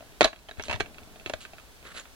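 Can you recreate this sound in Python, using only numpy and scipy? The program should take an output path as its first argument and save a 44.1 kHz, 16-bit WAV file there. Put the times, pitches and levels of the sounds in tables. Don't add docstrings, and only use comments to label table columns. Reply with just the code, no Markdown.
import sys
import numpy as np
from scipy import signal
from scipy.io import wavfile
from scipy.ndimage import uniform_filter1d

SR = 44100
rng = np.random.default_rng(int(sys.argv[2]) if len(sys.argv) > 2 else 0)


def convert_level_to_amplitude(level_db):
    exponent = np.asarray(level_db, float) / 20
    return 10 ** exponent


def bounce(signal):
    frames = np.transpose(np.atleast_2d(signal))
    limited = np.clip(frames, -1, 1)
    pcm = np.round(limited * 32767).astype(np.int16)
    wavfile.write(sys.argv[1], SR, pcm)


N = 94815

SNAP_STARTS = [.2085, .2153, .221, .2295, .2405, .2443, .247, .255, .4865, .4915, .5115, .5965, .609, .624,
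               .637, .683, .697, .7005, .7115, .716, .728, .7325, .741, .753, .7595, .8005, .803, .8052,
               .808, 1.2608, 1.274, 1.2967, 1.2985, 1.3358, 1.337]
# peak_db, brightness_db_per_octave, rattle_s, panel_pitch_hz, edge_pitch_hz
SNAP_BLOWS = [(0, 0, 0.0014, 534, 1900), (0.5, -0.5, 0.0018, 600, 1790), (-7, -1.5, .005, 347, 3400),
              (-5, 0, 0.0034, 2300, 3850), (-7, 0, 0.0023, 1380, 2000), (0, 3.5, 0.0029, 730, 4050),
              (-3.5, -3.5, 0.0071, 630, 1650), (-9.5, 2.5, 0.0046, 830, 3000), (-29.5, 0, .004, 3160, 3000),
              (-26.5, 0.5, 0.0035, 665, 1760), (-25, -2, 0.0053, 1650, 3900),
              (-18.5, -3, 0.0033, 1627, 2320), (-27.5, 0, .004, 900, 2830), (-29, 9, 0.0024, 3500, 5800),
              (-21.5, 3, 0.00057, 1200, 6000), (-20.5, 0, 0.0073, 600, 2370), (-15, 0, 0.0054, 900, 2620),
              (-21.5, 0, 0.002, 700, 1500), (-15, 1, 0.0035, 966, 2650), (-22, 0.5, 0.0021, 1670, 2700),
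              (-17.5, 1, 0.0046, 725, 2800), (-22, 0, 0.0011, 1200, 3000), (-21, -1.5, 0.0049, 1700, 2750),
              (-30.5, 4, .002, 1750, 3700), (-23.5, 1, .003, 910, 1900), (-21, 5, 0.0025, 1590, 2650),
              (-18, 0.5, 0.0023, 700, 2200), (-10.5, 0.5, 0.0032, 433, 1555), (-18, 0, 0.004, 630, 2700),
              (-17.5, 1, 0.0043, 380, 2670), (-28, 0, 0.0041, 650, 2500), (-20.5, 7, 0.0018, 1200, 2757),
              (-19.5, -3, 0.0036, 614, 1450), (-20.5, 6, 0.0017, 2360, 3390),
              (-16.5, -0.5, 0.0032, 623, 1450)]
# start_s, peak_db, brightness_db_per_octave, spot_pitch_hz
SMALL_TICKS = [(.007, -35, -3.5, 610), (.025, -35, -10, 610), (0.122, -42, -1, 403), (.277, -19, 1, 645),
               (.330, -27.5, -3, 1640), (.361, -31.5, -1, 3270), (.390, -39, 4, 4060),
               (0.572, -36.5, -3.5, 3900), (0.8599, -30, -3.5, 1680), (.945, -33, 0.5, 2000),
               (.983, -32, -0.5, 1460), (1.033, -40.5, 2, 3460), (1.158, -35, -4.5, 3440),
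               (1.198, -34, 2, 2620), (1.210, -40.5, -4.5, 1360), (1.413, -38, 3, 4430),
               (1.451, -27.5, -1, 1530), (1.534, -33.5, -1.5, 655), (1.583, -33.5, -1.5, 1430),
               (1.598, -38, 4, 1300), (1.828, -39, -0.5, 480), (1.852, -34.5, -5, 1300),
               (1.949, -32.5, -1, 600), (1.966, -31.5, -1, 1300), (1.997, -30.5, 6, 6800),
               (2.055, -37.5, -1, 1350)]
# pitch_hz, level_db, t60_s
SHELL_MODES = [(291, -9, 0.044), (424.3, -4.5, 0.041), (636.4, 1.5, 0.044), (870, -13, 0.013),
               (1300, -3, 0.04), (1626, -3.5, 0.028), (2000, -22, 0.0049), (2294, -6.5, 0.079),
               (2620, 4.5, 0.022), (3257, 0, 0.025), (3750, -11.5, 0.026), (4110, -5, 0.018),
               (5700, -13, 0.03), (6483, -2, 0.015)]
# frequency_hz, level_db_per_hz
CRACK_COLOUR = [(200, -6), (500, -4.5), (1000, 0.5), (2300, -2.5), (4200, -4.5), (5200, -16.5),
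                (9000, -21.5), (15000, -42)]
# time_s, level_db
RUB_PRESSURE = [
    (0.0, -60.5),
    (0.56, -62.5),
    (0.68, -50),
    (1.71, -68),
    (2.15, -71),
]
# start_s, crest_s, end_s, dull_level_db, bright_level_db
SLEEVE_SLIDES = [
    (0.577, 0.592, 0.6, -46, -50),
    (0.641, 0.643, 0.74, -52, -44),
    (0.673, .72, 0.65, -47, -44),
    (0.797, 0.802, .806, -38, -47),
    (1.404, 1.406, 1.468, -56, -45),
    (1.84, 1.871, 1.897, -45.5, -51),
    (1.888, 1.955, 1.928, -41, -47.5),
    (1.94, 1.98, 2.02, -40, -41),
    (2.031, 2.053, 2.04, -59, -53.5),
]
# pitch_hz, width_hz, level_db
SLEEVE_MODES = [(600, 72, -9.5), (1300, 24, -8), (1474, 250, 0), (2200, 36, -6.5), (3100, 100, 2.5),
                (3870, 93, -2), (6800, 130, -12), (9410, 48, -24.5)]
# start_s, level_db, pitch_hz
HAND_JOLTS = [(0.223, -25, 113), (.247, -20, 37.5), (0.49, -39, 82.5), (0.584, -25.5, 87), (0.693, -24, 80),
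              (0.744, -23, 102.5), (0.799, -27.5, 99), (0.816, -31, 40), (1.031, -46, 100),
              (1.261, -33.5, 110), (1.339, -32, 80), (1.95, -39, 49)]
# frequency_hz, level_db_per_hz
ROOM_COLOUR = [(12, -53), (20, 2), (68, -12.5), (86, -25), (120, -17.5), (200, -20), (500, -22.5),
               (3530, -27.5), (16000, -37)]
# frequency_hz, t60_s
WALL_DECAY = [(250, 0.17), (1000, 0.14), (4000, 0.17), (12000, 0.14)]
# frequency_hz, left_right_likeness (-1..1), left_minus_right_db
PORT_PAIR = [(40, -.4, 2), (300, .95, 3), (1100, .95, 4), (1550, .8, -5), (1950, -.95, -5), (2450, -.9, -5),
             (2800, -.3, -5), (3400, .75, -4), (4200, .55, -5), (5000, -.3, 1), (9000, -.1, 2)]

CRACK_DB, CRACK_T60_S = -11, 0.018
PANEL_DB, PANEL_T60_S = 8, 0.035
EDGE_DB, EDGE_T60_S = 9.5, 0.025
TICK_RATTLE_S, RIM_HZ = 0.0033, 2620
DETUNE, UNEVEN_DB = 0.015, 1.5
FREE_RATTLE_S, GRIP_HOLD = 0.005, 0.7
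RATTLE_DB, RATTLE_DAMPING, SLIPS_PER_S = -10, 0.4, 2500
SHELL_LOW_HZ = 220
RUB_PER_S, RUB_SPREAD_DB = 1500, 3.5
SLIDE_EDGE_DB, SLEEVE_SPLIT_HZ = -13, 2800
JOLT_T60_S, JOLT_RIGHT = 0.12, -0.35
WALLS_DB = -14.5
ROOM_DB, DIFFUSE = -52.5, 0.61
HUM_HZ, HUM_DB = 58, -67.5
GRIP_HZ, GRIP_DB, GRIP_FOLLOW = 72, -55.5, 0.67
KNEE_DB, SQUEEZE, RECOVER_DB_PER_S = -30.5, 0.24, 33.5
TOP_HZ = 16200


def snap(start_s, peak_db, bright_db, rattle_s, panel_hz, edge_hz):
    struck = [(panel_hz, PANEL_DB, PANEL_T60_S), (edge_hz, EDGE_DB, EDGE_T60_S)]
    hz, db, t60 = np.transpose(SHELL_MODES + struck)
    chance = rng.standard_normal((2, len(hz)))
    db = db + UNEVEN_DB * chance[1] + bright_db * np.log2(hz / 1500)
    hz = hz * (1 + DETUNE * chance[0])
    t60 = t60 * (max(rattle_s, 1e-4) / FREE_RATTLE_S) ** GRIP_HOLD

    t = np.arange(3000) / SR
    colour = [(f, d + bright_db * np.log2(f / 1500)) for f, d in CRACK_COLOUR]
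    crack = at_ports(colour, size=3000, count=256)
    crack = crack * convert_level_to_amplitude(CRACK_DB - 60 * t / CRACK_T60_S) * np.minimum(t / 0.00072, 1)

    u = t / max(rattle_s, 1e-4)
    slip_times = clicks(size=3000, per_s=SLIPS_PER_S, spread_db=4.0) * u * np.exp(1 - u)
    slip = peaked(ring(hz, db, RATTLE_DAMPING * t60)) + crack
    rattle = signal.fftconvolve(slip, slip_times[None], axes=1)[:, :3000]

    sound = peaked(ring(hz, db, t60)) + crack + convert_level_to_amplitude(RATTLE_DB) * peaked(rattle)
    sound = signal.sosfilt(signal.butter(2, SHELL_LOW_HZ, "high", fs=SR, output="sos"), sound)
    return start_s, convert_level_to_amplitude(peak_db) * peaked(sound)


def case():
    out = np.zeros((2, N))
    for start_s, blow in zip(SNAP_STARTS, SNAP_BLOWS):
        add(out, *snap(start_s, *blow))
    for start_s, peak_db, bright_db, spot_hz in SMALL_TICKS:
        add(out, *snap(start_s, peak_db, bright_db, TICK_RATTLE_S, spot_hz, RIM_HZ))
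    return out


def fingers():
    hz, db, t60 = np.transpose(SHELL_MODES)
    rub = grains(hz, db - 7.2 * np.log2(hz / 1500), 0.51 * t60, RUB_PER_S, RUB_SPREAD_DB)
    out = convert_level_to_amplitude(curve(RUB_PRESSURE)) * rub

    hz, width, db = np.transpose(SLEEVE_MODES)
    low = hz < SLEEVE_SPLIT_HZ
    t60 = 1.74 / (width + 200)
    dull = grains(hz[low], db[low], t60[low], per_s=5000, spread_db=2.3)
    bright_mode_db = db[~low] + 8.9 * np.log2(hz[~low] / 3000)
    bright = grains(hz[~low], bright_mode_db, 0.65 * t60[~low], per_s=7000, spread_db=2.5)

    t = np.arange(N) / SR
    for start, crest, end, dull_db, bright_db in SLEEVE_SLIDES:
        swell = convert_level_to_amplitude(curve([(start, SLIDE_EDGE_DB), (crest, 0), (end, SLIDE_EDGE_DB)]))
        stroke = uniform_filter1d(swell * (t > start) * (t < end), size=200)
        out += stroke * (convert_level_to_amplitude(dull_db) * dull + convert_level_to_amplitude(bright_db) * bright)
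    return out


def grains(hz, db, t60, per_s, spread_db):
    out = np.zeros((2, N))
    for _ in range(6):
        chance = rng.standard_normal((2, len(hz)))
        spot = ring(hz * (1 + 0.088 * chance[0]), db + 2.9 * chance[1], t60)
        out += signal.oaconvolve(clicks(N, per_s / 6, spread_db)[None], spot, axes=1)[:, :N]
    return evened(out)


def jolts():
    out = np.zeros((2, N))
    t = np.arange(8000) / SR
    for start_s, db, hz in HAND_JOLTS:
        thud = convert_level_to_amplitude(db - 60 * t / JOLT_T60_S) * np.sin(2 * np.pi * hz * t) * np.minimum(t / 0.00078, 1)
        add(out, start_s, thud * np.array([[1], [JOLT_RIGHT]]))
    return out


def walls(x):
    taps = np.zeros((2, SR // 2))
    slots = np.arange(200, SR // 2 - 20, 20)
    places = slots + rng.integers(0, 20, (2, len(slots)))
    np.put_along_axis(taps, places, rng.choice([-1., 1.], (2, len(slots))), 1)
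    hz, t, z = signal.stft(taps, SR, nperseg=256)
    fade = convert_level_to_amplitude(-60 * t / read(WALL_DECAY, hz)[:, None])
    tail = signal.istft(z * fade, SR, nperseg=256)[1]
    return signal.fftconvolve(x, tail / np.linalg.norm(tail[0]), axes=1)[:, :N]


def room_tone():
    hiss = convert_level_to_amplitude(ROOM_DB) * at_ports(ROOM_COLOUR, size=N, likeness=DIFFUSE)
    hum = convert_level_to_amplitude(HUM_DB) * np.sqrt(2) * np.sin(2 * np.pi * HUM_HZ * np.arange(N) / SR)
    low = signal.sosfilt(signal.butter(2, GRIP_HZ, fs=SR, output="sos"), rng.standard_normal((2, N)))
    grip = evened(low) * convert_level_to_amplitude(GRIP_DB + GRIP_FOLLOW * (curve(RUB_PRESSURE) + 54.5))
    return hiss + hum + grip


def ring(hz, db, t60, size=3000):
    t = np.arange(size) / SR
    side = np.array([.5, -.5])[:, None, None]
    lag = -np.arccos(np.clip(read(PORT_PAIR, hz), -1, 1))
    tilt_db = side * read(PORT_PAIR, hz, column=2)[:, None]
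    gain = convert_level_to_amplitude(db[:, None] + tilt_db - 60 * t / t60[:, None])
    phase = 2 * np.pi * hz[:, None] * t + (side - .5) * lag[:, None]
    onset = np.sin(np.pi / 2 * np.minimum(t / 0.00041, 1)) ** 2
    return (gain * np.sin(phase)).sum(1) * onset


def at_ports(colour, size, likeness=1.0, count=1024):
    hz = np.fft.rfftfreq(count, 1 / SR)
    a, b, c, d = rng.standard_normal((size * 4 // count + 5, len(hz), 4)).T
    same = np.clip(likeness * read(PORT_PAIR, hz), -1, 1)[:, None]
    left = a + 1j * b
    right = same * left + np.sqrt(1 - same ** 2) * (c + 1j * d)
    tilt_db = likeness * read(PORT_PAIR, hz, column=2) * np.array([[.5], [-.5]])
    z = np.array([left, right]) * convert_level_to_amplitude(read(colour, hz) + tilt_db)[:, :, None]
    return evened(signal.istft(z, nperseg=count, noverlap=count * 3 // 4)[1][:, :size])


def clicks(size, per_s, spread_db):
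    draw = rng.random((size, 3))
    sign = np.sign(draw[:, 0] - .5)
    happens = draw[:, 1] < per_s / SR
    return sign * happens * convert_level_to_amplitude(-spread_db * np.log(draw[:, 2] + 0.0037))


def read(points, hz, column=1):
    cols = np.transpose(points)
    return np.interp(np.log(hz + 1), np.log(cols[0] + 1), cols[column])


def curve(points):
    return np.interp(np.arange(N) / SR, *np.transpose(points))


def evened(x):
    return x / np.sqrt(np.mean(x ** 2) + 1e-20)


def peaked(x):
    return x / (abs(x).max() + 1e-12)


def add(mix, start_s, sound):
    part = mix[:, round(start_s * SR):][:, :sound.shape[1]]
    part += sound[:, :part.shape[1]]


def scene():
    near = case() + fingers()
    return near + convert_level_to_amplitude(WALLS_DB) * walls(near) + room_tone() + jolts()


def top_cut(x):
    return signal.sosfilt(signal.butter(12, 16500, fs=SR, output="sos"), x)


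def record(dry):
    power_db = 10 * np.log10(abs(uniform_filter1d((dry ** 2).mean(0), 800, origin=399)) + 1e-12)
    fall_db = np.arange(N) * RECOVER_DB_PER_S / SR
    held_db = np.maximum.accumulate(power_db + fall_db) - fall_db
    over_db = np.maximum(held_db - KNEE_DB, 0)
    ducked = dry / convert_level_to_amplitude(SQUEEZE * uniform_filter1d(over_db, 400, origin=199))
    ducked = signal.oaconvolve(ducked, signal.firwin(255, TOP_HZ, fs=SR)[None], "same", axes=1)
    return top_cut(np.clip(ducked, -1, 1))


dry = scene()
out = record(dry)
bounce(out)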